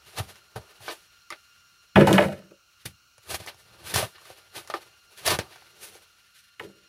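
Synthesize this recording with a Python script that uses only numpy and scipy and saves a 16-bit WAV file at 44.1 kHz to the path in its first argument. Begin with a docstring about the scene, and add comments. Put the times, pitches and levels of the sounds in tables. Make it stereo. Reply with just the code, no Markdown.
"""Shovel and wheelbarrow by a bamboo hut

A steel shovel cuts and scrapes damp soil and boots crunch: shaped grain noise, with damped rings for knocks.
One load of clods drops into a sheet-metal wheelbarrow that booms; later come a faint hum and a faint bump:
noise rings its modes. Throbbing overtones make the cicadas, shaped noise the forest; two microphone ports."""
import sys
import numpy as np
from scipy import signal
from scipy.fft import rfft, irfft, next_fast_len
from scipy.io import wavfile
from scipy.ndimage import map_coordinates

SR = 44100
rng = np.random.default_rng(int(sys.argv[2]) if len(sys.argv) > 2 else 0)


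def unload_audio(sound):
    """Save the sound as a 16-bit wav file, at the path given as the first command line argument."""
    columns = np.transpose(np.atleast_2d(sound))
    # keep every value between -1 and 1, then stretch to whole-number steps
    steps = np.round(np.clip(columns, -1, 1) * 32767)
    wavfile.write(sys.argv[1], SR, steps.astype(np.int16))


N = 303408


def amp(db):
    """dB to gain."""
    return 10 ** (np.asarray(db) / 20)


def unit(x):
    """Scaled to rms 1."""
    return x / np.sqrt(np.mean(x ** 2) + 1e-20)


def peaked(x):
    """Scaled to peak 1."""
    return x / np.abs(x).max()


def along(points, hz):
    """Values between (Hz, dB) points on a log frequency axis, -120 dB outside them."""
    point_hz, value = np.transpose(points)
    return np.interp(np.log(hz + 1), np.log(point_hz + 1), value, -120, -120)


def curves(rows):
    """One value per sample for each column; the first is -120 dB outside the rows."""
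    time_s, level_db, *others = np.transpose(rows)
    t = np.arange(N) / SR
    return [np.interp(t, time_s, level_db, -120, -120)] + [np.interp(t, time_s, c) for c in others]


def wobble(rate):
    """A smooth random curve, rate knots a second."""
    knots = rng.standard_normal(int(N * rate / SR) + 4)
    return map_coordinates(knots, [np.arange(N) * rate / SR])


def swell(peak_s, rise_s, hold_s, fall_s):
    """Gain that climbs 20 dB in rise_s up to peak_s, holds, then loses 20 dB every fall_s."""
    t = np.arange(N) / SR - peak_s
    before = np.maximum(-t, 0) / max(rise_s, 1e-3)
    after = np.maximum(t - hold_s, 0) / max(fall_s, 1e-3)
    return amp(-20 * (before + after))


def filtered(x, response):
    """x times a complex response of frequency."""
    size = next_fast_len(x.shape[-1] + SR // 2)
    spectrum = rfft(x, size) * response(np.fft.rfftfreq(size, 1 / SR))
    return irfft(spectrum, size)[..., :x.shape[-1]]


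def coloured(x, spectrum):
    """x shaped to a spectrum, rms 1."""
    return unit(filtered(x, lambda hz: amp(along(spectrum, hz))))


def resonances(modes):
    """Causal response of (Hz, width Hz, dB) resonances with alternating signs."""
    def response(f):
        total = 0
        for k, (mode_hz, width_hz, db) in enumerate(modes):
            damping = 1j * f * width_hz
            total = total + (-1) ** k * amp(db) * damping / (mode_hz ** 2 - f * f + damping)
        return total
    return response


def sides(pan_db):
    """Left and right gains, pan_db apart; negative leans right."""
    return amp(np.array([[.5], [-.5]]) * pan_db)


def late_left(x, lag_s):
    """Left port hears the source lag_s later than the right; negative means earlier."""
    return filtered(x, lambda hz: np.exp(-1j * np.pi * hz * lag_s * np.array([[1], [-1]])))


def crunch(grain_db, clump_db, snap_db, apart):
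    """Breaking grains, uneven by grain and clump, with single snaps; the treble differs between ports."""
    snaps = (rng.random(N) < 400 / SR) * rng.standard_normal(N) * amp(snap_db)  # some 400 a second
    both, other = rng.standard_normal((2, N)) * amp(grain_db * wobble(900))
    other = filtered(other, lambda hz: apart / (1 + (900 / (hz + 1)) ** 2))
    return unit(amp(clump_db * wobble(45)) * (both + snaps + np.array([other, -other])))


def cicadas():
    """A buzzy drone: overtones throb about twelve times a second under rapid clicks, each wavering alone."""
    # overtones before trim and throb: multiple, level_db
    overtones = [(1, -68.5), (2, -70), (3, -71.5), (4, -74.5), (5, -79.5)]
    # slow swelling of the drone, used relative to its mean: time_s, level_db
    drone = [(0, -72.5), (1.6, -70.5), (2, -69.5), (2.5, -76), (3.2, -78), (4, -69.5), (5.199, -71),
             (6.2, -74.5), (6.88, -70)]
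    pitch_hz, tymbal_hz = 1401, 236
    t = np.arange(N) / SR
    drone_gain = amp(curves(drone)[0] - np.mean(np.transpose(drone)[1]))
    clicks = 1 + .5 * np.cos(2 * np.pi * tymbal_hz * t + 1.8 * wobble(26))  # weak lines beside each overtone
    out = np.zeros((2, N))
    for k, db in overtones:
        throb = 1 + 0.4 * np.sin(2 * np.pi * 12.0 * t + 2.6 * wobble(3.3))
        for side in out:
            phase = 2 * np.pi * k * pitch_hz * t + .55 * k ** .3 * wobble(16)
            side += amp(db + 1.5 + 2 * wobble(23)) * throb * clicks * np.sin(phase)
    return out * drone_gain


def forest():
    """Far insects and leaves as shaped noise, with a low rumble that both ports share."""
    # forest noise before scaling to rms 1: freq_hz, relative level_db per Hz
    spectrum = [(18, -34), (30, -5), (71, -6), (232, -20.5), (931, -20.5), (1420, -1), (1750, -24.5),
                (2800, -6), (3450, -19), (4260, -7.5), (4730, -16.5), (5680, -9.5), (7990, -22),
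                (10100, -22), (15800, -24)]
    left, right = (coloured(rng.standard_normal(N), spectrum) for side in range(2))
    right = right + filtered(left - right, lambda hz: 1 / (1 + (hz / 500) ** 2))
    return amp(-61 + 1.2 * wobble(1.2)) * np.array([left, right])


def digging():
    """One stream of breaking grains is heard as grit, sand and blade; low noise gives the ground thump."""
    # shovel blade resonances: freq_hz, width_hz, level_db
    blade_modes = [(345.4, 85, -3.5), (436, 90, -1), (558, 120, -0.5), (746, 285, -1), (1008, 377, -3.5),
                   (1246, 71, 0.5)]
    # coarse grit, fine sand and ground thump, each before scaling to rms 1: freq_hz, level_db per Hz
    grit_spectrum = [(900, -24), (1500, 2), (3000, 3.5), (4500, 0), (6000, -14.5), (8000, -58.5)]
    sand_spectrum = [(4500, -22), (6000, -6.5), (8000, -5.5), (10000, -3), (13000, -7.5), (15500, -13.5)]
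    thump_spectrum = [(25, -43), (50, 1.5), (90, 1.5), (150, -5.5), (220, -4), (330, -23.5)]
    # scrapes and crunches under blade and boots, before layer trims:
    # peak_s, grit_db, rise_s, hold_s, fall_s, then re grit: sand_db, body_db, thump_db
    scrapes = [(0.068, -52.5, 0.076, 0, 0.096, -4, -3, -3), (0.188, -28.5, 0.034, 0, .03, -5, 1.5, -9),
               (0.215, -45.5, .02, 0, 0.14, -2.5, 5, 3),
               (0.562, -43.5, 0.007, 0.0021, 0.055, -4, 11.5, 10.5),
               (0.81, -53, 0.055, 0.045, .05, -2, 0, -4), (0.875, -42, .04, 0, .02, -7, -4, -27),
               (0.883, -34.5, 0.005, 0.0047, 0.045, -16, 5, -32),
               (0.928, -40, 0.056, 0.0063, 0.031, -4, -0.5, -23),
               (1.305, -43.5, .003, 0.021, 0.038, -16, 1, -32),
               (2.857, -34, 0.0044, 0.0043, 0.013, -3, -10.5, 2.5),
               (2.876, -51.5, 0.022, 0, 0.063, -1, -6, 13), (3.234, -55, .02, 0.0025, .06, -3, -15, -15),
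               (3.296, -38, .035, 0.037, .05, -1, 1, -9), (3.347, -29.5, 0.055, 0, 0.031, -2, -5.5, -10),
               (3.406, -42.5, 0.065, 0.0064, 0.082, -5.5, -2, -5),
               (3.463, -48.5, 0.0049, 0, 0.021, 3.5, 5, -16),
               (3.475, -38, 0.0036, 0, 0.053, -11.5, -1.5, -16),
               (3.881, -40, 0.048, .025, 0.043, -1, -6, -20), (3.941, -26, .002, 0.003, 0.087, 1, -5, -24),
               (3.962, -23, 0.026, 0, .04, -8, -3, -1.5), (3.995, -30, 0.046, 0.00054, 0.049, -2.5, 4, -15),
               (4.05, -38.5, 0.29, 0, 0.042, -6.5, 3, 1), (4.158, -48, 0.023, 0, 0.07, -14.5, -6, -21),
               (4.282, -53.5, 0.17, 0.05, 0.16, -4.5, -2, -15),
               (4.562, -45, 0.033, 0.042, 0.045, -3.5, -0.5, -10),
               (4.676, -50, .005, 0.0011, 0.057, -5, 1, -20),
               (4.702, -39.5, 0.0037, 0.0017, 0.035, -12, -0.5, -23),
               (4.74, -36.5, .005, 0.0053, 0.037, -12, 10, -26),
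               (5.116, -57.5, 0.053, 0, .08, -4, 3.5, -32), (5.18, -50.5, .06, 0.048, .05, -3.5, -18, -26),
               (5.264, -26.5, 0.012, 0, 0.089, -1.5, -15, -30),
               (5.282, -20, 0.023, 0, 0.054, -6, -2.5, -20),
               (5.324, -27.5, 0.077, 0.022, 0.028, -7, 4.5, -1),
               (5.389, -24.5, 0.0025, 0.0019, 0.029, -12.5, -0.5, -4), (5.41, -52, .02, 0, .12, -7, 9, 2),
               (5.53, -53, 0.05, 0.031, .2, -11, -9.5, -22), (5.839, -49, 0.064, 0, 0.17, 2, -6, -23),
               (5.948, -52.5, 0.33, 0, 0.17, -4, -2.5, -15),
               (6.388, -57.5, 0.11, 0.028, 0.094, -3.5, -25, -26.5)]
    # faint shuffling of feet and crumbs, before layer trims: time_s, grit_db, body_db re grit
    shuffle = [(0, -64.5, 5.5), (.3, -55, -16), (.5, -67, 0), (.65, -61, 1), (1.05, -62, -6),
               (1.27, -70, -14), (1.4, -63, -17), (2.6, -78.5, 0.5), (2.82, -65, -18), (3, -86, -10.5),
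               (3.62, -59, -8), (3.78, -77, -19), (4.2, -63.5, -5.5), (4.81, -57, 1.5), (5.05, -67, -10),
               (5.45, -60, 3), (6.1, -66.5, -10), (6.5, -66.5, -18), (6.88, -69, -8)]

    grains = crunch(grain_db=1.0, clump_db=3.0, snap_db=12.5, apart=0.8)
    grit, sand = coloured(grains, grit_spectrum), coloured(grains, sand_spectrum)
    blade = unit(filtered(grains, resonances(blade_modes)))
    thump = coloured(rng.standard_normal(N), thump_spectrum)

    power = np.zeros((4, N))
    for peak_s, db, rise_s, hold_s, fall_s, *shares_db in scrapes:
        layer_gains = amp(db + np.array([0, *shares_db]))[:, None]
        power += (layer_gains * swell(peak_s, rise_s, hold_s, fall_s)) ** 2

    shuffle_db, body_db = curves(shuffle)
    faint_gains = [amp(shuffle_db + 1.5 * wobble(14) + db) for db in (0, -6.5, body_db, -9.5)]
    scrape_sides, shuffle_sides = sides(-2.5), sides(-6)
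    trims_db = [2.5, 2.5, -2.0, -4]
    out = np.zeros((2, N))
    for layer, loud, faint, db in zip((grit, sand, blade, thump), np.sqrt(power), faint_gains, trims_db):
        out += amp(db) * layer * np.hypot(loud * scrape_sides, faint * shuffle_sides)
    return out


def wall(x):
    """Hut and ground answer briefly with decaying noise that differs between ports above the bass."""
    # decay of hut and ground: freq_hz, t60_s
    decay = [(150, 0.1), (1000, 0.084), (4000, 0.042), (12000, 0.075)]
    hz, t, z = signal.stft(rng.standard_normal((2, SR // 4)), SR, nperseg=256)
    z[1] += (z[0] - z[1]) / (1 + (hz[:, None] / 600) ** 2)
    t60_s = np.interp(hz, *np.transpose(decay))[:, None]
    tail = signal.istft(z * amp(-60 * t / t60_s), SR, nperseg=256)[1]
    delayed = np.pad(x, ((0, 0), (130, 0)))  # 130 samples, about 3 ms
    return signal.fftconvolve(delayed, tail / np.linalg.norm(tail[0]), axes=1)[:, :N]


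def knocks():
    """Stones and boot on the blade: a crack with sprayed grit, a short damped ring, a low ground push."""
    # contacts before layer trims: start_s, ring_db, then re ring: clack_db, crack_db, thump_db; ring_hz
    contacts = [(0.172, -32.5, -10, -10.5, -22, 720), (0.199, -22.5, -11, -20.5, -4.5, 750),
                (0.357, -52, 15, 3.5, -31.5, 818), (0.561, -27, -10, -20.5, -13, 715),
                (0.805, -46.5, -4, -7, -7, 760), (0.881, -20.5, -6, -26.5, -43, 1025),
                (1.304, -26, -1, -8, -44, 1150), (1.325, -29, 4, -19.5, -44, 1150),
                (2.856, -38.5, 4.5, 3.5, -5.5, 330), (3.181, -48, 5, 1.5, -14, 570),
                (3.296, -38, -11, -18, -13, 374), (3.344, -28, 0.5, -6, -28, 680),
                (3.402, -34.5, -8, -11, -21, 427), (3.463, -36, -9, -3, -27, 748),
                (3.474, -34.5, 7, -7, -24, 670), (3.545, -45, -12, -5, -16, 774),
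                (3.94, -26, 8, -1.5, -24, 420), (3.96, -15.5, -6, -1.5, -20, 700),
                (4.027, -20.5, -10, -20, -18, 610), (4.157, -55, 4, -5.5, -22, 1260),
                (4.182, -40, -9, -15, -33, 1050), (4.218, -44.5, -7, -7, -28, 721),
                (4.254, -42.5, -4, -6, -26, 1150), (4.302, -34, -15, -14.5, -22, 520),
                (4.56, -35, -3, -9.5, -15, 453), (4.675, -42, 3, 2.5, -20, 1130),
                (4.7, -22.5, -9, -17, -51, 690), (4.739, -17.5, -6.5, -26.5, -46, 1170),
                (5.264, -25, -4.5, -2.5, -32, 714), (5.277, -15, -1, -2.5, -30, 670),
                (5.389, -16, -1.5, -7, -27, 340), (5.521, -54, 10, -2.5, -17, 789),
                (5.559, -42.5, 6, -9, -27, 716), (5.621, -46, -10, -14.5, -31.5, 710),
                (5.829, -49, 0, 2.5, -17, 1296), (5.953, -41.5, -9, -7.5, -31, 406)]
    out, t = np.zeros((2, N + SR)), np.arange(SR // 4) / SR
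    burst, after = amp(-60 * t / 0.0059), amp(-60 * t / 0.054)  # t60 in s
    crack_path = resonances([(5465, 4100, 1.5), (10500, 3100, -5)])
    clack_path = resonances([(1780, 790, 1.5), (2960, 1300, -3.5)])
    push = np.sin(2 * np.pi * 105 * t) * amp(-60 * t / 0.05) * (1 - np.exp(-t / .005))
    for start_s, db, clack_db, crack_db, thump_db, ring_hz in contacts:
        envelopes = burst + np.array([[.2], [.35]]) * after
        spray, shake = rng.standard_normal((2, len(t))) * envelopes
        hit = peaked(filtered(shake, resonances([(ring_hz, 120, 0), (1.86 * ring_hz, 400, -7)])))
        hit += amp(clack_db + 3.0) * peaked(filtered(spray, clack_path))
        hit += amp(crack_db + 8.5) * peaked(filtered(spray, crack_path))
        hit += amp(thump_db) * peaked(push)
        out[:, round(start_s * SR):][:, :len(t)] += amp(db + 2.0) * sides(-4) * hit
    return out[:, :N]


def tray_paths(clang_hz):
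    """Clang, boom and rattle ring tray modes near the spot's pitch, low and high; the last path only hisses."""
    # the tray, damped by its load: freq_hz, width_hz, level_db
    tray = [(92.4, 51, -7), (146.4, 13, -1), (196.8, 16.3, 7), (265, 22, -3.5), (284, 29, -3.5),
            (340.5, 27, 0), (406, 21, -0.5), (446.6, 22, -1.5), (480, 25, -5), (545.4, 12, 3),
            (593.3, 16.8, 3.5), (632.5, 34, -1.5), (684, 50, -4.5), (779, 27.9, -5), (823, 30, -5),
            (876, 51, 1), (999, 31, -1), (1165, 40, -6.5), (1300, 60, -6.5), (1493.5, 100, -12),
            (1677, 83, -12), (1840, 65, -11.5), (1918, 120, -15), (2250, 66, -16), (1035, 58, -13.5),
            (2480, 120, -17), (2890, 150, -20.5), (3400, 370, -24.5)]
    # slap and fine hiss on the sheet: freq_hz, relative level_db per Hz
    hiss = [(2000, -25.5), (3200, 5), (4000, -0.5), (7000, -9), (10000, -6.5), (15500, -16)]
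    sheet = resonances(tray)
    spot = resonances([(clang_hz, 0.36 * clang_hz, 0)])

    def band(low_hz, high_hz):
        """Sheet modes kept between two soft cutoffs."""
        return lambda f: sheet(f) * (1j * f / low_hz / (1 + 1j * f / low_hz) / (1 + 1j * f / high_hz)) ** 2

    clang = lambda f: sheet(f) * spot(f)
    return clang, band(110, 280), band(1300, 5600), lambda f: amp(along(hiss, f))


def barrow():
    """Each clod or bump strikes, then crumbles on the sheet; longer swells of grain noise use the same paths."""
    # clods and bumps on the tray, before path trims:
    # start_s, clang_db, then re clang: boom_db, rattle_db, slap_db; clang_hz, crumble t60_s
    clods = [(1.957, -2, -2.5, -2, -26.5, 716, 0.11), (1.974, -12.5, 5, -9, -24.5, 332, 0.14),
             (2.009, -7.5, 0.5, -1, -18.5, 326, 0.096), (2.071, -3.5, -18, -16.5, -18, 614, 0.049),
             (2.107, -11.5, 2, -19, -16, 317, 0.034), (2.129, -12.5, -7, -2.5, 0, 309.5, 0.054),
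             (2.18, -1, -31, -4, -32, 593, 0.053), (2.209, -11.5, -24, -6.5, -33, 603, 0.049),
             (2.224, -15.5, -20, -12, -31, 568, 0.037), (2.244, -20, -23, -22.5, -31.5, 587, 0.036),
             (2.283, -23.5, -29, -23, -25, 573, 0.052), (2.319, -32.5, -9, -2, -22, 570, 0.049),
             (2.39, -46.5, 3, -7, -4, 400, 0.048), (2.419, -57, 1, 8, -20, 326, 0.049),
             (2.509, -35.5, -31, -12.5, -24.5, 396, 0.027), (6.596, -26, -17, 2, -14.5, 452, 0.033),
             (6.623, -32, -15, -10, -12.5, 380, 0.029), (6.644, -39.5, -27, -16, -13, 390, 0.03),
             (6.666, -48, 4, -10, -19, 332, 0.058), (6.689, -43, -10, -10, -12, 333, 0.04)]
    # loose soil sliding in the tray, then a faint hum as the tray is touched and the ring of a late bump,
    # before path trims: peak_s, clang_db, hold_s, fall_s, then re clang: boom_db, rattle_db, hiss_db; clang_hz
    swells = [(1.963, -17, 0.059, 0.13, 1, -4.5, -22, 457), (2.075, -17, 0, 0.13, -3.5, -10.5, -20, 560),
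              (2.108, -27, 0.046, .08, 5, 1, -7, 400), (2.182, -15, 0.016, 0.059, -12, -4.5, -23, 560),
              (2.25, -31, 0.039, 0.095, 1.5, -11.5, -19.5, 559),
              (2.324, -41.5, 0.0081, 0.12, 5, -2, -12, 400), (5.72, -61, .25, .05, -14, -20, -25, 420),
              (6.599, -40, .02, 0.15, -6, -8, -11.5, 370)]
    out, t = np.zeros((2, N + SR)), np.arange(SR // 3) / SR
    port_spread = [0.024, 0.0062, 0.57, 1.0]  # a wide sheet sends each port its own treble
    for start_s, db, boom_db, rattle_db, slap_db, clang_hz, t60_s in clods:
        envelope = amp(-60 * t / t60_s) + 2.2 * amp(-60 * t / 0.007)
        both, other = rng.standard_normal((2, len(t))) * envelope
        shares_db = [-1.5, boom_db, rattle_db + 4.0, slap_db + 7.5]
        for path, share_db, apart in zip(tray_paths(clang_hz), shares_db, port_spread):
            crumble = both + apart * np.array([other, -other])
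            strike = peaked(filtered(crumble, path))
            out[:, round(start_s * SR):][:, :len(t)] += amp(db + share_db) * strike

    grains = crunch(grain_db=2, clump_db=4.0, snap_db=14.0, apart=1.0)
    for peak_s, db, hold_s, fall_s, boom_db, rattle_db, hiss_db, clang_hz in swells:
        span = slice(round(peak_s * SR) - SR // 10, round(peak_s * SR) + SR)
        drive = grains[:, span]
        gain = swell(peak_s, .008, hold_s, fall_s)[span]
        shares_db = [-3, boom_db - 4, rattle_db + 0.5, hiss_db + 2.0]
        for path, share_db in zip(tray_paths(clang_hz), shares_db):
            steady = np.std(filtered(drive[0], path))  # each path is levelled by its unswelled sound
            out[:, :N][:, span] += filtered(amp(db + share_db) * gain * drive, path) / steady
    return out[:, :N] * sides(-2.3)


def scene():
    """Digger and barrow lean right, the barrow reaching the left port first; forest all round."""
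    near = late_left(digging() + knocks(), lag_s=0.00019) + late_left(barrow(), lag_s=-0.000074)
    return amp(-1.0) * near + amp(-8) * wall(near) + cicadas() + forest()


def record(dry):
    """The ports lose the deepest bass, loud peaks round off softly, nothing is kept above the band limit."""
    bass_hz, top_hz = 40, 15900
    ports = filtered(dry, lambda hz: (1j * hz / bass_hz / (1 + 1j * hz / bass_hz)) ** 2)
    soft = ports / (1 + np.abs(ports) ** 6) ** (1 / 6)
    return filtered(soft, lambda hz: hz < top_hz)


dry = scene()
out = record(dry)
unload_audio(out)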